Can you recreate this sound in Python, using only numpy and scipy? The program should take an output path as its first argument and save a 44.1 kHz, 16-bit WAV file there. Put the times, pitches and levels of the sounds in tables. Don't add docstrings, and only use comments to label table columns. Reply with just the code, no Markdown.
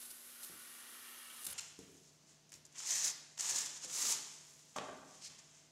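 import sys
import numpy as np
from scipy import signal
from scipy.fft import rfft, irfft
from scipy.io import wavfile
from scipy.ndimage import uniform_filter1d

SR = 44100
rng = np.random.default_rng(int(sys.argv[2]) if len(sys.argv) > 2 else 0)


def inscribe(sig):
    pcm = np.round(np.clip(np.atleast_2d(sig).T, -1, 1) * 32767)
    wavfile.write(sys.argv[1], SR, pcm.astype(np.int16))


def nominal_scale(level):
    x = np.asarray(level, float) / 20
    return 10 ** x


N = 251811
T = np.arange(N) / SR
SPLICE_S, FAST = 1.538, 1.605

# (frequency [Hz], level [dB rms])
HUM_LINES = [(150.7, -76), (301.5, -94.5), (656.8, -84.5)]
# (frequency [Hz], density [dB per Hz])
HALL_HISS = [(15, -79), (25, -13), (96, -5), (152, 0), (342, -2), (555, -6.5), (653, -6), (708, -7),
             (1430, -11.5), (3570, -10), (6280, -6.5), (7190, -13.5), (13000, -26), (15700, -29)]
HALL_HISS_DB = -67.5
# (frequency [Hz], t60 [s])
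HALL_T60 = [(100, 0.97), (300, 1), (700, 0.76), (2000, 0.84), (6000, 0.6), (14000, 0.41)]
# (frequency [Hz], level [dB])
HALL_WET = [(100, 8.5), (2000, 3), (4000, 6.5), (6500, -7.5), (14000, 6)]

# (time [s], sizzle level [dB])
KNIFE_FEED = [(0.0, -54), (0.132, -54.5), (1.336, -54), (1.43, -50.5), (1.44, -59), (1.462, -60),
              (1.538, -57)]
# (frequency [Hz], density [dB per Hz])
SIZZLE_COLOUR = [(1760, -20.5), (3000, -8.5), (3240, -16), (3590, -6.5), (5520, -7.5), (9880, 0),
                 (11300, -0.5), (14600, -5.5), (15700, -16)]
# (time [s], centre [Hz])
JET_PATH = [(0, 10600), (.3, 11700), (.62, 10700), (.9, 10500), (1.14, 12000), (1.25, 9600), (1.538, 10400)]
JET_DB, JET_WIDTH_HZ = -3, 1500
# (frequency [Hz], density [dB per Hz])
GROOVE_COLOUR = [(180, -39), (300, -21), (380, -7.5), (427, -33), (498, -14), (645, -16), (1340, -11.5),
                 (5000, -7.5), (6500, -8.5), (11000, -120)]
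# (multiple of the pitch, width [Hz], level [dB])
GROOVE_OVERTONES = [(1, 148, -1), (1.38, 225, -15)]
GROOVE_HZ, GROOVE_SAG_HZ_PER_S2, LEAVES_S = 1450, 100, 1.43
GROOVE_FULL_DB, GROOVE_START_DB, GROOVE_DEEPENS_S = -57, -10, 0.23
# (frequency [Hz], width [Hz], level [dB], strongest at [s])
GAP_WHISTLES = [(1170, 52, 0, .75), (1870, 125, 2, 1), (2280, 180, -4.5, 1.1), (2840, 156, 1.5, 1.25),
                (3160, 190, -3.5, 1.1), (3840, 140, -8, 1.7)]
GAP_DB, GAP_DB_PER_S = -60, 14
WHISTLE_PATCHY_DB, WHISTLE_PATCH_HZ = 0.8, 9.0
# (peak [s], level [dB], rise [s], fall [s], groove relative [dB])
SHOVES = [
    (.005, -56.5, 0.018, 0.086, -6),
    (.06, -58, 0.026, 0.017, -26),
    (.108, -56, 0.011, 0.014, -29),
    (.44, -53, 0.027, 0.049, -36),
    (1.431, -72, 0.0031, 0.037, -18),
    (1.455, -39, 0.016, 0.0042, -32),
    (1.4675, -33.5, 0.0035, 0.0096, -15),
    (1.49, -56.5, 0.016, 0.067, 5.5),
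    (1.515, -47.5, 0.046, 0.0066, -18),
    (1.5295, -44, 0.0096, 0.012, -18),
]
# (time [s], peak [dB], t60 [s], groove relative [dB])
SNAGS = [(0.015, -34, 0.0072, -19), (0.027, -32, 0.016, -21), (0.0605, -45, 0.009, -24),
         (0.1036, -35, 0.037, -23.5), (0.432, -29.5, 0.022, -23), (1.436, -21, 0.008, -44),
         (1.4484, -30, 0.014, -44), (1.4534, -26, 0.014, -43), (1.4654, -57, 0.012, -18),
         (1.467, -23, 0.028, -45), (1.4834, -53, 0.012, -22), (1.501, -36, 0.0085, -9),
         (1.511, -42, 0.012, -24), (1.5279, -29, 0.012, -17)]
# (time [s], level [dB])
CRACKS = [
    (1.4363, -28),
    (1.4515, -30),
    (1.4543, -35),
    (1.468, -36),
    (1.4702, -22),
    (1.5295, -37),
]
# (start [s], end [s], first gap [s], last gap [s], level [dB])
STUTTERS = [
    (.0163, .0215, 0.001, .002, -36),
    (.0247, .0403, 0.0015, 0.0026, -35),
    (.0502, .0668, 0.0024, 0.0032, -37),
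    (.1042, .1172, .002, .0017, -31.5),
    (.4183, .4246, .0062, .0062, -32),
    (.43, .4415, 0.0012, 0.0011, -32),
    (.4432, .4502, .0024, .0023, -32),
    (1.5012, 1.516, .004, 0.0033, -33),
]
# (frequency [Hz], level [dB], t60 [s])
BLADE_MODES = [(1500, -60, 0.1), (2300, -61, .08), (2790, -59, 0.11), (3300, -59, 0.08), (3080, -57, .12),
               (4030, -60, 0.054)]
BREAKOUT_S = 1.3

# (time [s], peak [dB], top of thud [Hz], t60 [s], floor thump relative [dB])
KNOCKS = [(0.495, -57, 284, 0.22, -5), (0.578, -70, 300, 0.067, -16), (1.466, -55.5, 1120, 0.29, 4),
          (1.7886, -50, 337, 0.11, -14), (2.549, -60, 302, 0.076, -2), (3.514, -50.5, 334, 0.21, -11),
          (3.846, -51, 310, 0.21, -36), (4.031, -49.5, 413, 0.23, -34), (4.759, -38.5, 970, 0.22, -34),
          (4.811, -38.5, 700, 0.058, -28), (4.889, -40, 740, 0.09, -30), (5.03, -49, 730, 0.044, -19),
          (5.277, -66, 192, 0.06, -3)]

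# (frequency [Hz], density [dB per Hz])
SKIN_COLOUR = [(2060, -59.5), (3500, -7.5), (4800, -1.5), (6360, 5), (7200, 5), (8340, -2.5), (9190, -7.5),
               (10500, -24), (13600, -27), (22000, -120)]
# (frequency [Hz], density [dB per Hz])
BODY_COLOUR = [(90, -18), (150, -17), (350, -13), (600, -10.5), (950, -3.5), (1350, -5.5), (1850, -3.5),
               (2400, -3), (3400, -0.5), (4500, -17), (7700, -72.5)]
# (frequency [Hz], density [dB per Hz])
SHEEN_COLOUR = [(5880, -33), (10000, 3.5), (13500, -4), (14800, -14.5), (15700, -7.5)]
# (peak [s], level [dB], rise [s],
# fall [s], body relative [dB])
RUSTLES = [(1.541, -59, 0.016, 0.22, 1), (1.62, -56, 0.038, 0.23, -15), (1.8, -69.5, 0.026, 0.31, -4),
           (1.98, -71.5, 0.13, 0.029, -11), (2.04, -69, 0.058, 0.31, -32), (2.294, -66.5, 0.065, 0.17, -9),
           (2.755, -62.5, 0.0092, 0.16, -3.5), (2.79, -51.5, 0.03, 0.66, -28),
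           (2.855, -56.5, 0.15, 0.0043, -2.5), (3.7, -49, 0.093, 0.08, -10.5),
           (3.774, -50.5, 0.057, 0.017, -15), (3.848, -45, 0.057, 0.03, -10.5),
           (4.148, -45, 0.012, 0.18, -11), (4.3, -60.5, 0.43, 1, -11), (4.596, -67, 0.0095, 0.011, -19),
           (4.72, -84, 0.014, .012, -24), (4.783, -53.5, 0.024, 0.033, 1), (4.82, -65, 0.022, 0.37, -14),
           (5.08, -72, 0.023, 0.18, -13), (5.15, -64.5, 0.082, 0.17, -7.5), (5.3, -63.5, 0.0098, 0.2, -2.5),
           (5.391, -60, 0.012, 0.02, -11), (5.585, -67, 0.29, 0.22, -8.5)]
RUSTLE_SHEEN_DB = -23
# (peak [s], level [dB], rise [s], fall [s], unused)
SLEEVE = [
    (1.542, -73, .004, 0.11, 0),
    (2.53, -71.5, 0.018, 0.11, 0),
    (5.26, -70, .04, .05, 0),
    (1.608, -61, .004, 0.016, 0),
    (1.93, -78.5, 0.5, 0.31, 0),
    (4.5, -77.5, 0.17, 0.54, 0),
    (5.1, -88, 0.2, .2, 0),
]
# (time [s], pressure as rasp level [dB])
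PULLS = [
    [(2.85, -63), (2.862, -47.5), (2.912, -39.5), (2.945, -41.5), (2.965, -39.5), (3.008, -43.5),
     (3.058, -38), (3.088, -40.5), (3.119, -49.5)],
    [(3.388, -46), (3.398, -43), (3.486, -40.5), (3.498, -35.5), (3.53, -42), (3.59, -39), (3.652, -47),
     (3.662, -50), (3.68, -56)],
    [(3.875, -55), (3.92, -46.5), (3.95, -41.5), (4.02, -37.5), (4.04, -39), (4.125, -35.5), (4.14, -43),
     (4.17, -70)],
]
# (frequency [Hz], width [Hz], level over rasp [dB])
PULL_RINGS = [
    [(920, 85, -25), (1750, 130, -7), (1900, 490, -4), (2450, 110, -7), (6190, 160, 14.5)],
    [(930, 110, -14), (1190, 97, -8), (1680, 83, -1), (2390, 49, -12), (4360, 320, -9)],
    [(930, 81, -7.5), (1150, 24, -6), (2030, 230, -17), (3160, 91, -29), (7200, 160, 4)],
]
PULL_SHEEN_DB = (-11.5, -14.5, -10)
SHEEN_PER_DB, FIRM_DB = 0.4, -36.5
PULL_BODY_DB, BODY_PER_DB = -14, -0.1
# (time [s], peak [dB], t60 [s], body relative [dB])
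SLIPS = [(1.605, -36, 0.03, -23), (1.791, -62, 0.049, -31), (2.4917, -53, 0.038, -28),
         (2.519, -43, 0.028, -14), (2.5277, -45.5, 0.041, -13.5), (2.539, -43, 0.037, -20),
         (2.55, -52, 0.18, -16), (2.651, -46, 0.047, -38), (2.7247, -54, 0.019, -27),
         (2.7686, -62, 0.026, -23), (2.7822, -37, 0.015, -22), (2.8022, -39, 0.041, -12),
         (2.8326, -39, .03, -17), (2.8558, -37, 0.032, -30), (2.871, -38, .03, -35),
         (2.8904, -33, .03, -32), (2.905, -27, 0.04, -32), (2.9544, -28, 0.051, -27),
         (2.98, -28, 0.024, -38), (3.079, -23, .02, -24), (3.3957, -32, 0.05, -17),
         (3.455, -27.5, 0.016, -15.5), (3.4955, -44, .03, -22), (3.559, -26, 0.056, -29),
         (3.8973, -36, 0.036, -13), (3.9272, -37, 0.037, -30), (3.995, -34, 0.017, -22),
         (4.0175, -26, 0.036, -20), (4.034, -36, .02, -22), (4.051, -27, 0.039, -15),
         (4.156, -45.5, .03, -19), (3.014, -43.5, 0.03, -31), (3.043, -24, 0.051, -40),
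         (3.374, -42, 0.036, -17), (3.377, -42, 0.03, -14), (3.4062, -27, 0.035, -29),
         (3.4274, -44, 0.03, -27), (3.5835, -28, 0.047, -39), (3.659, -27.5, 0.027, -39),
         (3.773, -42, 0.029, -30), (3.845, -32.5, 0.026, -25), (4.1228, -26.5, 0.024, -19),
         (4.693, -51, 0.02, -24), (4.7618, -37, 0.052, -13), (5.2205, -46, 0.02, -11),
         (5.386, -53, 0.03, -20)]
# (time [s], peak [dB])
TICKS = [(1.5791, -34), (1.7906, -36.5), (1.928, -56), (1.944, -63), (1.9694, -49), (1.9754, -54),
         (2.4922, -55), (2.5034, -48), (2.521, -36.5), (2.5404, -40), (2.6654, -42), (2.7257, -50),
         (2.7686, -46), (2.7826, -43), (2.806, -51), (2.8234, -39), (3.7449, -48), (4.6957, -60),
         (4.7631, -40), (4.9744, -46)]
# (start [s], end [s], first gap [s], last gap [s], level [dB])
JUDDERS = [
    (2.6505, 2.655, .002, .002, -52),
    (2.7955, 2.823, 0.004, .007, -46),
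    (2.8315, 2.835, .0025, 0.0025, -44),
    (5.221, 5.283, 0.007, .006, -48.5),
]
# (time [s], level [dB])
POPS = [(2.8623, -30.7), (2.8733, -24), (2.8787, -27), (2.8894, -23), (2.892, -21), (2.9059, -22.9),
        (2.9096, -32), (2.9181, -33), (2.9251, -31), (2.9285, -27.3), (2.9393, -29), (2.982, -24.4),
        (2.9849, -33), (3.0151, -25.1), (3.0379, -37), (3.0471, -32), (3.0799, -25), (3.0824, -25.1),
        (3.0862, -33), (3.0934, -34), (3.1077, -34), (3.1137, -26), (3.3791, -35), (3.391, -35),
        (3.3966, -25), (3.4081, -23.5), (3.4799, -32), (3.4944, -34), (3.4976, -37), (3.5021, -34),
        (3.5083, -30), (3.5154, -28.0), (3.5226, -28.9), (3.5612, -27.5), (3.5702, -27.9), (3.5846, -33),
        (3.5876, -19), (3.5898, -24), (3.6178, -24), (3.6618, -32), (3.9912, -36), (3.9966, -29),
        (4.0111, -28), (4.0205, -26.8), (4.0246, -21), (4.0344, -28), (4.0463, -27.2), (4.0513, -30),
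        (4.0575, -29), (4.0658, -22), (4.0754, -20), (4.0861, -21), (4.1037, -23), (4.1111, -25.0),
        (4.1148, -24), (4.1246, -21), (4.1297, -24.7), (4.1364, -24)]
POP_DB = 3
# (peak [s], level [dB], rise [s], fall [s], unused)
FREED = [
    (3, -44, .15, .3, 0),
    (6.6, -47, 0.059, .1, 0),
]
FREED_HZ, FREED_WIDTH_HZ = 1160, 21
GRAIN_TOP = 3.5

SQUEAK_S = (1.580, 1.589, 1.594, 1.5975)
SQUEAK_RATE_HZ = (650, 1450, 1500, 1150)
# (frequency [Hz], density [dB per Hz])
SQUEAK_COLOUR = [(470, -46), (900, -17), (2100, -6.5), (3050, -2), (3700, -6), (4800, -0.5), (6300, -2),
                 (7300, 5), (8300, -6), (10800, -12), (15000, -39)]
SQUEAK_DB = -26

# (frequency [Hz], level [dB], t60 [s])
SHELF_MODES = [(80, -63, 0.082), (188, -57, 0.092), (387, -51.5, 0.097), (270, -59.5, 0.12),
               (444, -50, 0.037), (643, -62, 0.071), (920, -63, .06)]
TOOL_DOWN_S = 1.7895
# (time [s], level [dB], upper modes relative [dB])
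LANDINGS = [(4.7605, -43, -18), (4.7645, -38, -10), (4.772, -34.5, -16), (4.7855, -30.5, 13),
            (4.7871, -32.5, 13), (4.797, -51, -10), (4.811, -48, -16), (4.831, -35, -12), (4.886, -39, -18),
            (4.893, -42, -18), (4.93, -37, -13), (4.956, -47, -16)]
# (frequency [Hz], level [dB], t60 [s])
STRIP_MODES = [(274, -1, 0.038), (395, -7, 0.064), (620, -1, 0.11), (750, -10, 0.071), (920, -2, 0.073),
               (1150, -1, 0.033), (1520, 0, 0.022), (2130, 8, 0.0011), (3600, 7, 0.00079)]
# (frequency [Hz], level [dB], t60 [s])
BLOCK_MODES = [(618.7, -44.5, 0.28), (774, -39, 0.053), (1071, -48, 0.31), (1168, -43.5, 0.15),
               (1304, -50, .2), (199, -56.5, 0.25)]
# (time [s], level [dB])
BRUSH = [(5.212, -59), (5.223, -57), (5.25, -49.5), (5.281, -52), (5.288, -65), (5.31, -75)]
# (frequency [Hz], density [dB per Hz])
GLOVE_COLOUR = [(880, -61), (1500, -20), (2500, -11), (3500, -13), (4120, -5), (5670, -0.5), (8660, -9.5),
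                (13200, -42), (15000, -51)]

# (filter side, edge [Hz], level under the whole [dB])
WEAK_BANDS = [("low", 82, -42.5)]
MASK_FROM_HZ, MASK_DB, MASK_DB_PER_KHZ, MASK_RELEASE_DB_PER_S = 11000, -54.5, 1.2, 75
MASK_BASS_HZ, MASK_BASS_SHARE, TOP_HZ = 2000, 0.2, 15800


def rms_one(x):
    return x / np.sqrt(np.mean(x ** 2) + 1e-20)


def in_time(rows):
    s, value = np.transpose(rows)
    return np.interp(T, s, value)


def at_hz(points, hz):
    point_hz, db = np.transpose(points)
    return np.interp(np.log(hz + 1), np.log(point_hz), db)


def bandpass(x, low_hz, high_hz):
    return signal.sosfilt(signal.butter(2, [low_hz, high_hz], "band", fs=SR, output="sos"), x)


def convolve(x, response):
    return signal.fftconvolve(x, response)[:N]


def colour(x, spectrum):
    cepstrum = irfft(np.log(nominal_scale(at_hz(spectrum, np.linspace(0, SR / 2, 2049)))))
    cepstrum[1:2048] *= 2
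    cepstrum[2049:] = 0
    response = irfft(np.exp(rfft(cepstrum)))
    return convolve(x, response / np.linalg.norm(response))


def drift(rate_hz):
    r = np.exp(-2 * np.pi * rate_hz / SR)
    return rms_one(signal.lfilter([1], [1, -2 * r, r * r], rng.standard_normal(N + SR))[SR:])


def grains(per_s, spread_db, clump_db, clump_hz):
    sizes = nominal_scale(spread_db * np.minimum(rng.exponential(1, N), 4)) * rng.standard_normal(N)
    hits = rng.random(N) < per_s / SR
    return rms_one(sizes * hits * nominal_scale(clump_db * drift(clump_hz)))


def clicks(rows):
    out = np.full(N, 1e-18)
    out[[round(s * SR) for s, db in rows]] = nominal_scale(np.array(rows)[:, 1])
    return out


def stutter(rows, chance, uneven_db):
    slips = []
    for start, end, first, last, db in rows:
        count = max(round(2 * (end - start) / (first + last)), 1)
        gaps = np.linspace(first, last, count)
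        s = start + np.append(0, np.cumsum(gaps)) * (end - start) / gaps.sum()
        edge = abs(np.linspace(-1, 1, count + 1))
        slips += zip(s, db - 5.5 * edge ** 2 + uneven_db * chance[(s * SR).astype(int)])
    return clicks(slips)


def bursts(rows, relative=0):
    out = np.zeros(N)
    for s, db, t60, share_db in rows:
        start = round(s * SR)
        stop = min(start + round(t60 * SR) + 1, N)
        out[start:stop] += nominal_scale(db + relative * share_db - 60 * T[:stop - start] / t60)
    return out


def swells(rows, relative=0):
    out = 0
    for s, db, rise, fall, share_db in rows:
        away_db = 20 * np.maximum((s - T) / rise, (T - s) / fall)
        out = out + nominal_scale(db + relative * share_db - away_db)
    return out


def peak(x, hz, width_hz):
    return signal.lfilter(*signal.iirpeak(hz, hz / width_hz, SR), x)


def resonate(x, hz, width_hz):
    out, state, r = np.zeros(N), np.zeros(2), np.exp(-np.pi * width_hz / SR)
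    zeros = [(1 - r * r) / 2, 0, (r * r - 1) / 2]
    for i in range(0, round(SPLICE_S * SR), 256):
        poles = [1, -2 * r * np.cos(2 * np.pi * hz[i] / SR), r * r]
        out[i:i + 256], state = signal.lfilter(zeros, poles, x[i:i + 256], zi=state)
    return out


def ring(blows, hz, t60_s):
    r, w = nominal_scale(-60 / (t60_s * SR)), 2 * np.pi * hz / SR
    return signal.lfilter([0, np.sin(w)], [1, -2 * r * np.cos(w), r * r], blows)


def struck(s, modes):
    return sum((-1) ** k * ring(clicks([(s, db)]), hz, t60) for k, (hz, db, t60) in enumerate(modes))


def hall(x, wet_db, speed):
    t, tail = T[:round(1.3 * SR)], 0
    for low in 60 * 2 ** np.arange(0, 8, 0.5):
        band = bandpass(rng.standard_normal(len(t)), low, low * np.sqrt(2))
        decay = nominal_scale(-60 * t * speed / at_hz(HALL_T60, low * 1.2 / speed))
        tail = tail + band * decay * nominal_scale(at_hz(HALL_WET, low / speed))
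    tail = tail * np.clip(t * speed / 0.01, 0, 1)
    return x + nominal_scale(wet_db - 36.5) * np.sqrt(speed) * convolve(x, tail)


def background(speed):
    spectrum = [(hz * speed, db) for hz, db in HALL_HISS]
    out = nominal_scale(HALL_HISS_DB - 2.5 + 0.14 * drift(9.3)) * colour(rng.standard_normal(N), spectrum)
    for hz, db in HUM_LINES:
        out = out + nominal_scale(db + 3 + 0.11 * drift(0.3)) * np.sin(2 * np.pi * hz * speed * T)
    return out


def sizzle():
    fizz = colour(grains(20000, 0.24, 0.4, 57), SIZZLE_COLOUR)
    feed = nominal_scale(in_time(KNIFE_FEED)) + swells(SHOVES)
    jet = resonate(fizz, in_time(JET_PATH), JET_WIDTH_HZ)
    return feed * nominal_scale(-4) * (fizz + nominal_scale(JET_DB) * jet)


def groove():
    pitch_hz = GROOVE_HZ - GROOVE_SAG_HZ_PER_S2 * T ** 2 * (T < LEAVES_S)
    deepening_db = GROOVE_START_DB * np.exp(-T / GROOVE_DEEPENS_S)
    depth = nominal_scale(GROOVE_FULL_DB + deepening_db - 7.4 * (T > LEAVES_S))
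    breath, draught = rng.standard_normal(N), rng.standard_normal(N)
    whistle, gaps = 0, 0
    for multiple, width_hz, db in GROOVE_OVERTONES:
        gain = nominal_scale(db + 16.5 + WHISTLE_PATCHY_DB * drift(WHISTLE_PATCH_HZ))
        whistle = whistle + gain * resonate(breath, multiple * pitch_hz, width_hz)
    for hz, width_hz, db, top_s in GAP_WHISTLES:
        patchy_db = WHISTLE_PATCHY_DB * drift(WHISTLE_PATCH_HZ)
        gain = nominal_scale(db + 12 - GAP_DB_PER_S * abs(T - top_s) + patchy_db)
        gaps = gaps + gain * peak(draught, hz, width_hz)
    level = (depth + swells(SHOVES, 1)) * nominal_scale(-8)
    return level * (colour(breath, GROOVE_COLOUR) + whistle) + nominal_scale(GAP_DB) * gaps


def snags():
    noise = rng.standard_normal(N)
    dry_slips = clicks(CRACKS) + stutter(STUTTERS, noise, 1.9)
    bright = nominal_scale(-40) * noise * bursts(SNAGS) + signal.lfilter([0.65, 0.65], [1], dry_slips)
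    return colour(bright, SIZZLE_COLOUR) + colour(noise * bursts(SNAGS, 1), GROOVE_COLOUR)


def knocks():
    out, noise = np.zeros(N), rng.standard_normal(N)
    for s, db, hz, t60, thump_db in KNOCKS:
        rattle = nominal_scale(-9.5) * noise * bursts([(s, db, t60, 0)]) * np.sqrt(SR / hz / 2)
        blow = rattle + nominal_scale(-7.5) * clicks([(s + 0.0031, db)]) * SR / hz
        out += bandpass(blow, hz / 2.28, hz * 1.48) + nominal_scale(thump_db + 2.5) * bandpass(blow, 60, 230)
    return out


def beads():
    out, shared = 0, drift(130)
    for low in 120 * 2 ** np.arange(0, 7.2, 0.75):
        out = out + bandpass(grains(14000, 0.39, 1.2, 120), low, min(low * 2 ** 0.75, 19000))
    return rms_one(np.tanh(rms_one(out * nominal_scale(0.3 * shared)) / GRAIN_TOP))


def strip():
    skin, body, rubbing, rings = swells(RUSTLES), swells(RUSTLES, 1), beads(), 0
    sheen = skin * nominal_scale(RUSTLE_SHEEN_DB) + swells(SLEEVE)
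    for pull, sheen_db, modes in zip(PULLS, PULL_SHEEN_DB, PULL_RINGS):
        rasp_db = in_time(pull)
        inside_s = np.minimum(T - pull[0][0], pull[-1][0] - T)
        touching = np.clip(inside_s / 0.004 + 0.5, 0, 1) * nominal_scale(rasp_db - 1)
        firmness_db = rasp_db - FIRM_DB
        skin = skin + touching
        body = body + touching * nominal_scale(PULL_BODY_DB + 0.5 + BODY_PER_DB * firmness_db)
        sheen = sheen + touching * nominal_scale(sheen_db + SHEEN_PER_DB * firmness_db)
        for hz, width_hz, db in modes:
            rings = rings + nominal_scale(db) * peak(rubbing * touching + 1e-18, hz, width_hz)
    rings = rings + peak(rubbing * swells(FREED), FREED_HZ, FREED_WIDTH_HZ)
    snap = rng.standard_normal(N)
    slips = snap * signal.lfilter([0.04], [1, -0.96], bursts(SLIPS))
    ticks = signal.lfilter([0.25, 0.5, 0.25], [1], clicks(TICKS) + stutter(JUDDERS, snap, 2))
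    skin_drive = rubbing * skin + nominal_scale(-7.5) * slips + nominal_scale(4.5) * ticks + nominal_scale(POP_DB) * clicks(POPS)
    sheen_drive = rubbing * sheen + nominal_scale(-25) * slips + nominal_scale(2) * ticks
    body_drive = rubbing * body + snap * bursts(SLIPS, 1)
    out = colour(skin_drive, SKIN_COLOUR) + colour(sheen_drive, SHEEN_COLOUR)
    return out + colour(body_drive, BODY_COLOUR) + rings


def squeak():
    span = (T >= SQUEAK_S[0]) * (T < SQUEAK_S[-1])
    rate_hz = np.interp(T, SQUEAK_S, SQUEAK_RATE_HZ) * (1 + 0.07 * drift(900))
    slips = np.diff(np.floor(0.6 + np.cumsum(span * rate_hz) / SR), prepend=0)
    return nominal_scale(SQUEAK_DB) * colour(slips * nominal_scale(0.97 * rng.standard_normal(N)), SQUEAK_COLOUR)


def landing():
    out, (s, db, hard_db) = np.zeros(N), np.transpose(LANDINGS)
    chance = rng.standard_normal((len(s), len(STRIP_MODES)))
    for (hz, mode_db, t60), uneven in zip(STRIP_MODES, chance.T):
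        blow_db = db + mode_db - 15 + 2.4 * uneven + hard_db * (hz > 2000)
        out += ring(clicks(np.transpose([s, blow_db])), hz, t60)
    return bandpass(out, 200, 5000)


def brush():
    touching = (T > BRUSH[0][0]) * (T < BRUSH[-1][0])
    swish = grains(20000, 0.88, 0.84, 120) * touching * nominal_scale(in_time(BRUSH) + 1)
    return colour(swish, GLOVE_COLOUR)


def scene():
    fast = np.clip((SPLICE_S - T) / 0.003, 0, 1)
    thuds = knocks() + landing()
    thuds = thuds - struck(TOOL_DOWN_S, SHELF_MODES) + struck(LANDINGS[0][0], BLOCK_MODES)
    cutting = sizzle() + groove() + snags() + struck(BREAKOUT_S, BLADE_MODES)
    before = hall(cutting, -7, FAST) + hall(thuds * fast, -5, FAST) + background(FAST)
    handling = strip() + squeak() + brush()
    after = hall(handling, -6.5, 0.86) + hall(thuds, -3.5, 0.85) + background(1)
    return np.tile(fast * before + (1 - fast) * after, (2, 1))


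def masked(x):
    hz, s, lines = signal.stft(x, SR, nperseg=2048)
    power, fall_db = abs(lines) ** 2, MASK_RELEASE_DB_PER_S * s
    loud = np.where(hz < MASK_BASS_HZ, MASK_BASS_SHARE, 1) @ power
    held_db = np.maximum.accumulate(10 * np.log10(loud + 1e-20) + fall_db) - fall_db
    limit_db = held_db + MASK_DB + MASK_DB_PER_KHZ * (hz[:, None] - 13000) / 1000
    weak = uniform_filter1d(power, size=5, axis=0) < nominal_scale(2 * limit_db)
    lines[(weak & (hz[:, None] > MASK_FROM_HZ)) | (hz[:, None] > TOP_HZ)] = 0
    return signal.istft(lines, SR, nperseg=2048)[1][:N]


def band_limit(x):
    return signal.sosfilt(signal.butter(12, 15860, fs=SR, output="sos"), x)


def record(dry):
    out, whole = dry[0].copy(), uniform_filter1d(dry[0] ** 2, size=2048)
    for side, edge_hz, under_db in WEAK_BANDS:
        band = signal.sosfiltfilt(signal.butter(6, edge_hz, side, fs=SR, output="sos"), out)
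        dropped = uniform_filter1d(band ** 2, size=2048) < whole * nominal_scale(2 * under_db)
        out -= band * uniform_filter1d(dropped * 1.0, size=1024)
    return band_limit(np.tile(masked(out), (2, 1)))


dry = scene()
out = record(dry)
inscribe(out)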